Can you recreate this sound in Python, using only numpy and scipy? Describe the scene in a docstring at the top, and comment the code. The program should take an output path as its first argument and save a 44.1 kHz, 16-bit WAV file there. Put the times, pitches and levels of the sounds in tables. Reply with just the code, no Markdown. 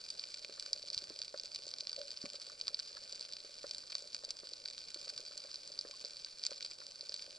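"""A fine hiss and crackle over a faint wash: under water at a rocky reef, inside a waterproof camera housing.
Snapping shrimp collapse bubbles: near ones tick sharply, far ones merge into a hiss, and every snap rings the case.
Wash and faint pats are shaped noise and struck filters; knocks and gulps are short pushes of water on the case.
Dull crunches, like grit shifting, are bursts of band-limited grains."""
import sys
import numpy as np
from scipy import signal
from scipy.fft import rfft, irfft
from scipy.io import wavfile
from scipy.ndimage import uniform_filter1d

SR = 44100
rng = np.random.default_rng(int(sys.argv[2]) if len(sys.argv) > 2 else 0)


def unload_wav(signal):
    """Save mono or channel-first audio to the path in sys.argv[1] as 16-bit WAV at rate SR, clipped to [-1, 1]."""
    wavfile.write(
        sys.argv[1],
        SR,
        np.round(np.clip(np.atleast_2d(signal).T, -1, 1) * 32767).astype(np.int16),
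    )


N = 325458
FREQ = np.maximum(np.arange(N // 2 + 1) * SR / N, 1)  # Hz, kept above zero for the logarithms


def undb(db):
    """Decibels to gain."""
    return 10 ** (np.asarray(db) / 20)


def level(x, db):
    """Set the rms level."""
    return x * undb(db) / np.sqrt(np.mean(x ** 2))


def curve(points):
    """Join (Hz, dB) points on a log-frequency axis."""
    hz, db = np.transpose(points)
    return np.interp(np.log(FREQ), np.log(hz), db)


def causal(db):
    """Frequency response with this gain that rings only after it is struck (minimum phase)."""
    cepstrum = irfft(db * np.log(10) / 20, N)
    return np.exp(rfft(2 * cepstrum * (np.arange(N) < N // 2)) - cepstrum[0])


def walk(rate):
    """Random drift that slides to a new value every 1 / rate s, scaled to a spread of 1."""
    hold = max(int(SR / rate), 1)
    steps = np.repeat(rng.standard_normal(N // hold + 1), hold)
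    drift = uniform_filter1d(steps, hold)[:N]
    return drift / drift.std()


def pulses(s, size):
    """Spectrum of a train of single pressure spikes."""
    return rfft(np.bincount((s * SR).astype(int) % N, size, N))


# broad slope of sound through the housing: pitch_hz [Hz], gain_db [dB]
WALL_SLOPE = [(100, -40.5), (300, -32.5), (520, -29), (900, -35), (1900, -26.5), (3000, -21), (4000, -13.5),
              (4700, -8), (5500, -12), (6500, -21.5), (8700, -28), (11000, -30.5)]
# wall resonances on top of that slope: pitch_hz [Hz], width_hz [Hz], height_db [dB]
WALL_MODES = [(582.7, 120, 11.9), (1154, 155, 10.9), (1490, 300, 12.4), (2390, 250, 9.15), (4174, 133, 4.6),
              (4682, 466, 6.64), (7566, 740, 9.9)]


def housing():
    """Response of the case: wall resonances on a broad slope; a unit spike rings it to a peak of 1."""
    gain_db = curve(WALL_SLOPE)
    for hz, width, height_db in WALL_MODES:
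        gain_db = gain_db + height_db / (1 + (2 * (FREQ - hz) / width) ** 2)
    response = causal(gain_db)
    return response / np.abs(irfft(response, N)).max()


# gain on wall motion that reaches the two microphones in opposite phase: pitch_hz [Hz], gain_db [dB]
ROCKING = [(30, -28), (120, -6), (560, -5), (950, 4.5), (1500, -2.5), (1950, 2.5), (2400, -8.5),
           (3000, 0.5), (4600, -22.5), (6000, -14), (6800, 6.5), (7500, -18), (8400, -1.5), (11000, -12)]
# how the case's resonances favour one microphone: pitch_hz [Hz], left_minus_right_db [dB]
BALANCE = [(500, 0), (690, -3.5), (1030, 3), (1250, -2.2), (1650, -1.5), (1900, 1), (2250, -1.2),
           (2680, 6.5), (3400, -4.3), (3850, 2), (4300, -4), (4700, -0.5), (5800, -2), (6450, 1),
           (6900, -2.5), (7400, 0), (11000, -.8)]
RIGHT_LAG_S = .000018


def microphones(mid, side):
    """Spectra of common and rocking motion -> left and right sound; rocking shifts phase more than level."""
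    rocking = 1j * side * undb(curve(ROCKING))
    lag = np.exp(-2j * np.pi * FREQ * RIGHT_LAG_S)
    favour = undb(curve(BALANCE) / 2)
    left = (mid + rocking) * favour
    right = (mid - rocking) * lag / favour
    return irfft(np.array([left, right]), N)


def far_hiss(case, db=-60, waver_db=1, top_db=3):
    """Countless distant snaps merge into a hiss: noise through the case, wavering in level."""
    colour = curve([(7500, 0.0043), (9500, top_db)])
    noise = rfft(rng.standard_normal((2, N))) * case * undb(colour)
    steady = level(microphones(*noise), db)
    return steady * undb(waver_db * walk(7.3))


# spectrum of the wash of water round the case: pitch_hz [Hz], gain_db [dB]
WASH_COLOUR = [(25, -2), (60, -6.5), (130, -6.5), (250, -7.5), (420, -4.5), (520, 0.5), (610, 1.5),
               (680, -9), (900, -11.5), (2000, -22.5)]


def wash(db=-66.5, flutter_db=1.0, swell_db=0.5, lean=0.72, spread=1.15):
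    """Water stirring unevenly round the case: coloured noise with fast flutter and slow swell."""
    motion_db = flutter_db * walk(45) + swell_db * walk(5)
    noise = rng.standard_normal((2, N)) * undb(motion_db)
    mid, side = rfft(noise) * causal(curve(WASH_COLOUR))
    return level(microphones(mid, lean * mid + spread * side), db)


def lapping(case, db=-71.5, hz=470, octaves=0.46, range_db=24, rocking=0.33, count=200):
    """Many faint pats of water on the case: spikes softened to a low band, at random times and levels."""
    when, faintness = rng.random((count, 2)).T
    bell_db = -4 * (np.log2(FREQ / hz) / octaves) ** 2
    soft = causal(np.maximum(bell_db, -50))
    mid = pulses(when * N / SR, undb(-range_db * faintness)) * soft * case
    return level(microphones(mid, rocking * mid), db)


def colony(count=2500, nearest_db=-31.0, reach=9.34, colour_db=3.0, edge_db=0.74):
    """Shrimp spread evenly over the seabed snap at random; each snap falls off as 1 / distance."""
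    area = (np.arange(count) + .5) / count
    distance = np.sqrt(1 + area * (reach ** 2 - 1))  # in units of the nearest
    when = rng.random(count)
    body, edge = colour_db * rng.standard_normal((count, 2)).T
    return np.array([when * N / SR, nearest_db - 20 * np.log10(distance), body, edge + edge_db])


# loudest snaps, from shrimp close by: claw_s [s], level_db [dB], body_db [dB], edge_db [dB]
# body and edge count only by how far each lies from the average of its column
NEAR_SNAPS = [(0.1024, -29, -40, -16), (0.1945, -25.5, -33, -41), (0.2386, -28, -20, -32),
              (0.3422, -30, -19, -22), (0.4467, -30.5, -16, -23), (0.597, -28.5, -29, -18),
              (0.6619, -33, -14, -19), (0.7311, -19, -31, -20.5), (0.9015, -25.5, -42, -29),
              (0.931, -29.5, -30, -22), (0.9453, -23, -28, -28), (0.9772, -25, -27.5, -23),
              (0.9887, -31, -23, -18), (1.098, -30.5, -27, -27), (1.1897, -29, -29, -20),
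              (1.2171, -24.5, -28, -28), (1.226, -30.5, -32, -21), (1.3752, -32, -29, -25),
              (1.3976, -23, -32, -37), (1.5469, -27.5, -24.5, -22.5), (1.5592, -26, -23, -24),
              (1.7384, -29, -22, -23.5), (1.7845, -30.5, -29, -24), (1.8068, -25.5, -25, -26),
              (1.8703, -25, -26, -31), (1.894, -26.5, -26, -27), (1.9294, -27, -25, -25),
              (2.015, -28.5, -20, -30), (2.1054, -30.5, -35, -25), (2.1727, -28.5, -26, -39),
              (2.2563, -34.5, -11, -17), (2.3559, -28.5, -25, -33), (2.612, -23, -27.5, -36),
              (2.6801, -20, -22.5, -29), (2.7442, -19, -34, -38), (2.7917, -29, -20.5, -20),
              (2.7976, -25, -34, -27), (3.1246, -28, -31, -26), (3.2093, -28.5, -37, -17),
              (3.7105, -26.5, -28, -20.5), (3.7471, -28, -29, -22), (3.7821, -31.5, -27, -13.5),
              (3.926, -31, -15.5, -22), (3.952, -22, -21.5, -26), (4.146, -24, -22, -18.5),
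              (4.2488, -27.5, -39, -20), (4.3059, -25, -28, -15), (4.5345, -30.5, -31, -22),
              (4.657, -29, -20.5, -31), (4.944, -28, -24, -21), (5.0953, -28, -33, -26),
              (5.1772, -28.5, -33, -23), (5.3763, -29, -49, -14), (5.5426, -28.5, -20.5, -22),
              (5.5572, -29.5, -33, -27), (5.7899, -21.5, -39, -35), (5.8113, -29.5, -34, -24),
              (6.0483, -27.5, -36, -29), (6.2464, -26, -30, -29), (6.437, -24.5, -33, -28),
              (6.4508, -28, -19.5, -14), (6.465, -20.5, -25, -18), (6.5244, -31, -33, -32),
              (6.6477, -31.5, -17.5, -13), (7.009, -29.5, -28, -30), (7.0936, -25.5, -33, -28),
              (7.1413, -26, -28, -18.5), (7.222, -34.5, -26, -15)]
COLLAPSE_S = .0006  # from the closing of the claw to the collapse of its bubble


def near_shrimp(body_db=-5, edge_db=-3.0):
    """The sharp ticks from the rocks close by, each with its own fullness and brightness."""
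    claw_s, db, body, edge = np.transpose(NEAR_SNAPS)
    return np.array([claw_s + COLLAPSE_S, db, body - body.mean() + body_db, edge - edge.mean() + edge_db])


# centres of the bands in which the case is driven: pitch_hz [Hz]
BAND_HZ = [900, 1500, 2300, 3000, 3800, 4700, 5600, 6500, 7500, 8800, 10500]
# reach of a snap's body, edge and chance colour into each band: pitch_hz [Hz], body [0-1], edge [0-1], chance [0-1]
BAND_SHARE = [(2600, 1, 0, 1), (3800, .2, 0, .8), (4700, 0, 0, .2), (5600, 0, .2, .8), (6800, 0, 1, 1)]


def snaps(s, db, body_db, edge_db, ragged_db=4, bounce_db=-14, scatter_db=9, bounce_s=.0016,
          echo_db=-20, echo_s=.005):
    """Collapsing bubbles: a spike, a bounce off the shrimp's own rock, a later echo. Gives mid and side spectra."""
    late, echo = rng.random((len(s), 2)).T
    # each snap strikes the case from its own side, so it drives and rocks every band by a different amount
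    drive, rock, bounce, soon = rng.uniform(-1, 1, (len(s), len(BAND_HZ), 4)).T
    share_hz, *shares = np.transpose(BAND_SHARE)
    unit = np.sqrt(3)  # brings a uniform -1..1 draw to a spread of 1
    out = 0
    for k, hz in enumerate(BAND_HZ):
        body, edge, chance = (np.interp(hz, share_hz, share) for share in shares)
        ragged = chance * ragged_db * unit * drive[k]
        gain = undb(db + body * body_db + edge * edge_db + ragged)
        # away from the main resonance the bounce is nearly as strong as the spike and frays the attack
        second = undb(bounce_db + chance * scatter_db) * unit * bounce[k]
        third = undb(echo_db) * 2 * echo
        times = np.concatenate([s, s + bounce_s * np.abs(soon[k]), s + echo_s * (.5 + late)])
        size = np.array([np.ones(len(s)), second, third]) * gain / np.hypot(1, second)
        mid = pulses(times, size.ravel())
        side = pulses(times, (size * unit * rock[k]).ravel())
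        band = np.interp(FREQ, BAND_HZ, np.eye(len(BAND_HZ))[k])  # triangle that crossfades with its neighbours
        out = out + band * np.array([mid, side])
    return out


ROCK_DECAY_S = .004  # decay of the tail's energy


def rocks(direct, wet_db=-12):
    """The rough rock face scatters every snap into a short noisy tail of its own."""
    keep = np.exp(-1 / (ROCK_DECAY_S * SR))
    energy = signal.lfilter([1 - keep], [1, -keep], irfft(direct[0], N) ** 2)
    tail = np.sqrt(energy) * rng.standard_normal((2, N))
    return direct + undb(wet_db) * rfft(tail)


# spectrum of a snap as it meets the case: pitch_hz [Hz], gain_db [dB]
SNAP_COLOUR = [(500, -4), (1500, -4), (4700, 4), (7500, -2.5), (9500, -4.5)]


def crackle(case):
    """Near and far snaps, scattered by the rocks, coloured, and ringing the case."""
    shrimp = snaps(*np.hstack([near_shrimp(), colony()]))
    return microphones(*(rocks(shrimp) * causal(curve(SNAP_COLOUR)) * case))


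def pushes(case, rows, cycles, rattle_db, rocking=0.48, rattle_s=0.009, size=8192):
    """Soft pushes that ring the case and leave a brief rattle; they decay over `cycles` of their pitch."""
    out, t = np.zeros(N + size), np.arange(size) / SR
    ring = irfft(case, N)[:size]
    for s, db, hz in rows:
        swell = t * np.exp(-t * hz / cycles)
        swing = np.sin(2 * np.pi * hz * t)
        push = swell * (swing - np.average(swing, weights=swell))  # the water flows back: no net push
        knock = signal.fftconvolve(push, ring)[:size]
        grain = rng.standard_normal(size) * np.sqrt(t) * np.exp(-t / rattle_s)
        rattle = signal.fftconvolve(knock, grain)[:size]
        sound = knock / np.abs(knock).max() + undb(rattle_db) * rattle / np.abs(rattle).max()
        start = int(s * SR)
        out[start:start + size] += undb(db) * sound
    mid = rfft(out[:N])
    return microphones(mid, rocking * mid)


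# clearest knocks on the case: start_s [s], level_db [dB], pitch_hz [Hz]
KNOCKS = [(.495, -44.5, 405), (0.967, -57, 113), (1.023, -50.5, 335), (1.104, -42.5, 334),
          (1.342, -37.5, 550), (2.24, -40, 234), (2.251, -47.5, 500), (2.342, -49.5, 500),
          (3.446, -48.5, 405), (3.642, -38, 480), (4.237, -48.5, 580), (4.433, -47, 434), (4.96, -47, 366),
          (5.073, -50, 570), (5.196, -50.5, 438), (5.448, -51, 544), (5.850, -42.5, 416), (6.043, -49, 443),
          (6.516, -42, 520)]


def knocks(case):
    """Dull knocks: pushes that die within about a cycle, so the case's ring dominates."""
    return pushes(case, KNOCKS, cycles=0.43, rattle_db=-11.5)


# clear dull crunches, like grit shifting: start_s [s], level_db [dB]
CRUNCHES = [(0.5772, -50), (2.498, -48), (2.6815, -45.5), (2.9676, -45.5), (4.148, -55), (5.0722, -55),
            (5.3148, -55), (5.4874, -58), (6.2642, -54.5), (6.8153, -49.5)]
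# each knock crunches too, relative to its own level; higher-pitched knocks more so
GRIT_DB, GRIT_DB_PER_OCTAVE = -10.5, 8.5


def grit(count=9, faint_db=-58):
    """When and how loudly grit shifts: clear crunches, one with every knock, and faint ones at random."""
    s, db, hz = np.transpose(KNOCKS)
    knocked_db = db + GRIT_DB + GRIT_DB_PER_OCTAVE * np.log2(hz / np.median(hz))
    knocked = np.column_stack([s, knocked_db])
    faint = np.column_stack([rng.random(count) * N / SR, np.full(count, faint_db)])
    return np.vstack([CRUNCHES, knocked, faint])


CRUNCH_HZ, CRUNCH_DECAY_S = 1360, 0.0073


def crunches(gain_db=-1.5, octaves=0.38, size=4096):
    """Bursts of grains so dense that they blur into one dull scrape."""
    lead = size // 32  # room for the band filter to ring ahead of each burst
    out, t = np.zeros((2, N + 2 * size)), np.arange(size) / SR
    freq = np.maximum(np.arange(size // 2 + 1) * SR / size, 1)
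    band = np.exp(-.5 * (np.log2(freq / CRUNCH_HZ) / octaves) ** 2)
    for s, db in grit():
        grains = rng.standard_normal((2, size)) * np.exp(-t / CRUNCH_DECAY_S)
        burst = irfft(rfft(np.roll(grains, lead)) * band)
        start = int(s * SR)
        out[:, start:start + size] += undb(db + gain_db) * burst / np.abs(burst).max(axis=1, keepdims=True)
    return microphones(*rfft(out[:, lead:lead + N]))


# gulps of water that ring like bubbles: start_s [s], level_db [dB], pitch_hz [Hz]
GULPS = [(1.976, -42, 573), (2.006, -51, 500), (2.038, -56, 565), (5.934, -59, 1054)]


def gulps(case):
    """Pitched gulps: pushes that swing for a few cycles, with a strong rattle."""
    return pushes(case, GULPS, cycles=2.7, rattle_db=-2)


def scene():
    """Hiss, wash, pats, crackle, knocks, crunches and gulps, picked up by two microphones in the case."""
    case = housing()
    water = wash() + lapping(case)
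    shrimp = far_hiss(case) + crackle(case)
    return shrimp + water + knocks(case) + crunches() + gulps(case)


TOP_HZ = 11000


def record(dry):
    """A steep elliptic low-pass: little is heard above 11 kHz."""
    return signal.sosfilt(signal.ellip(8, .2, 60, TOP_HZ, fs=SR, output="sos"), dry)


dry = scene()
out = record(dry)
unload_wav(out)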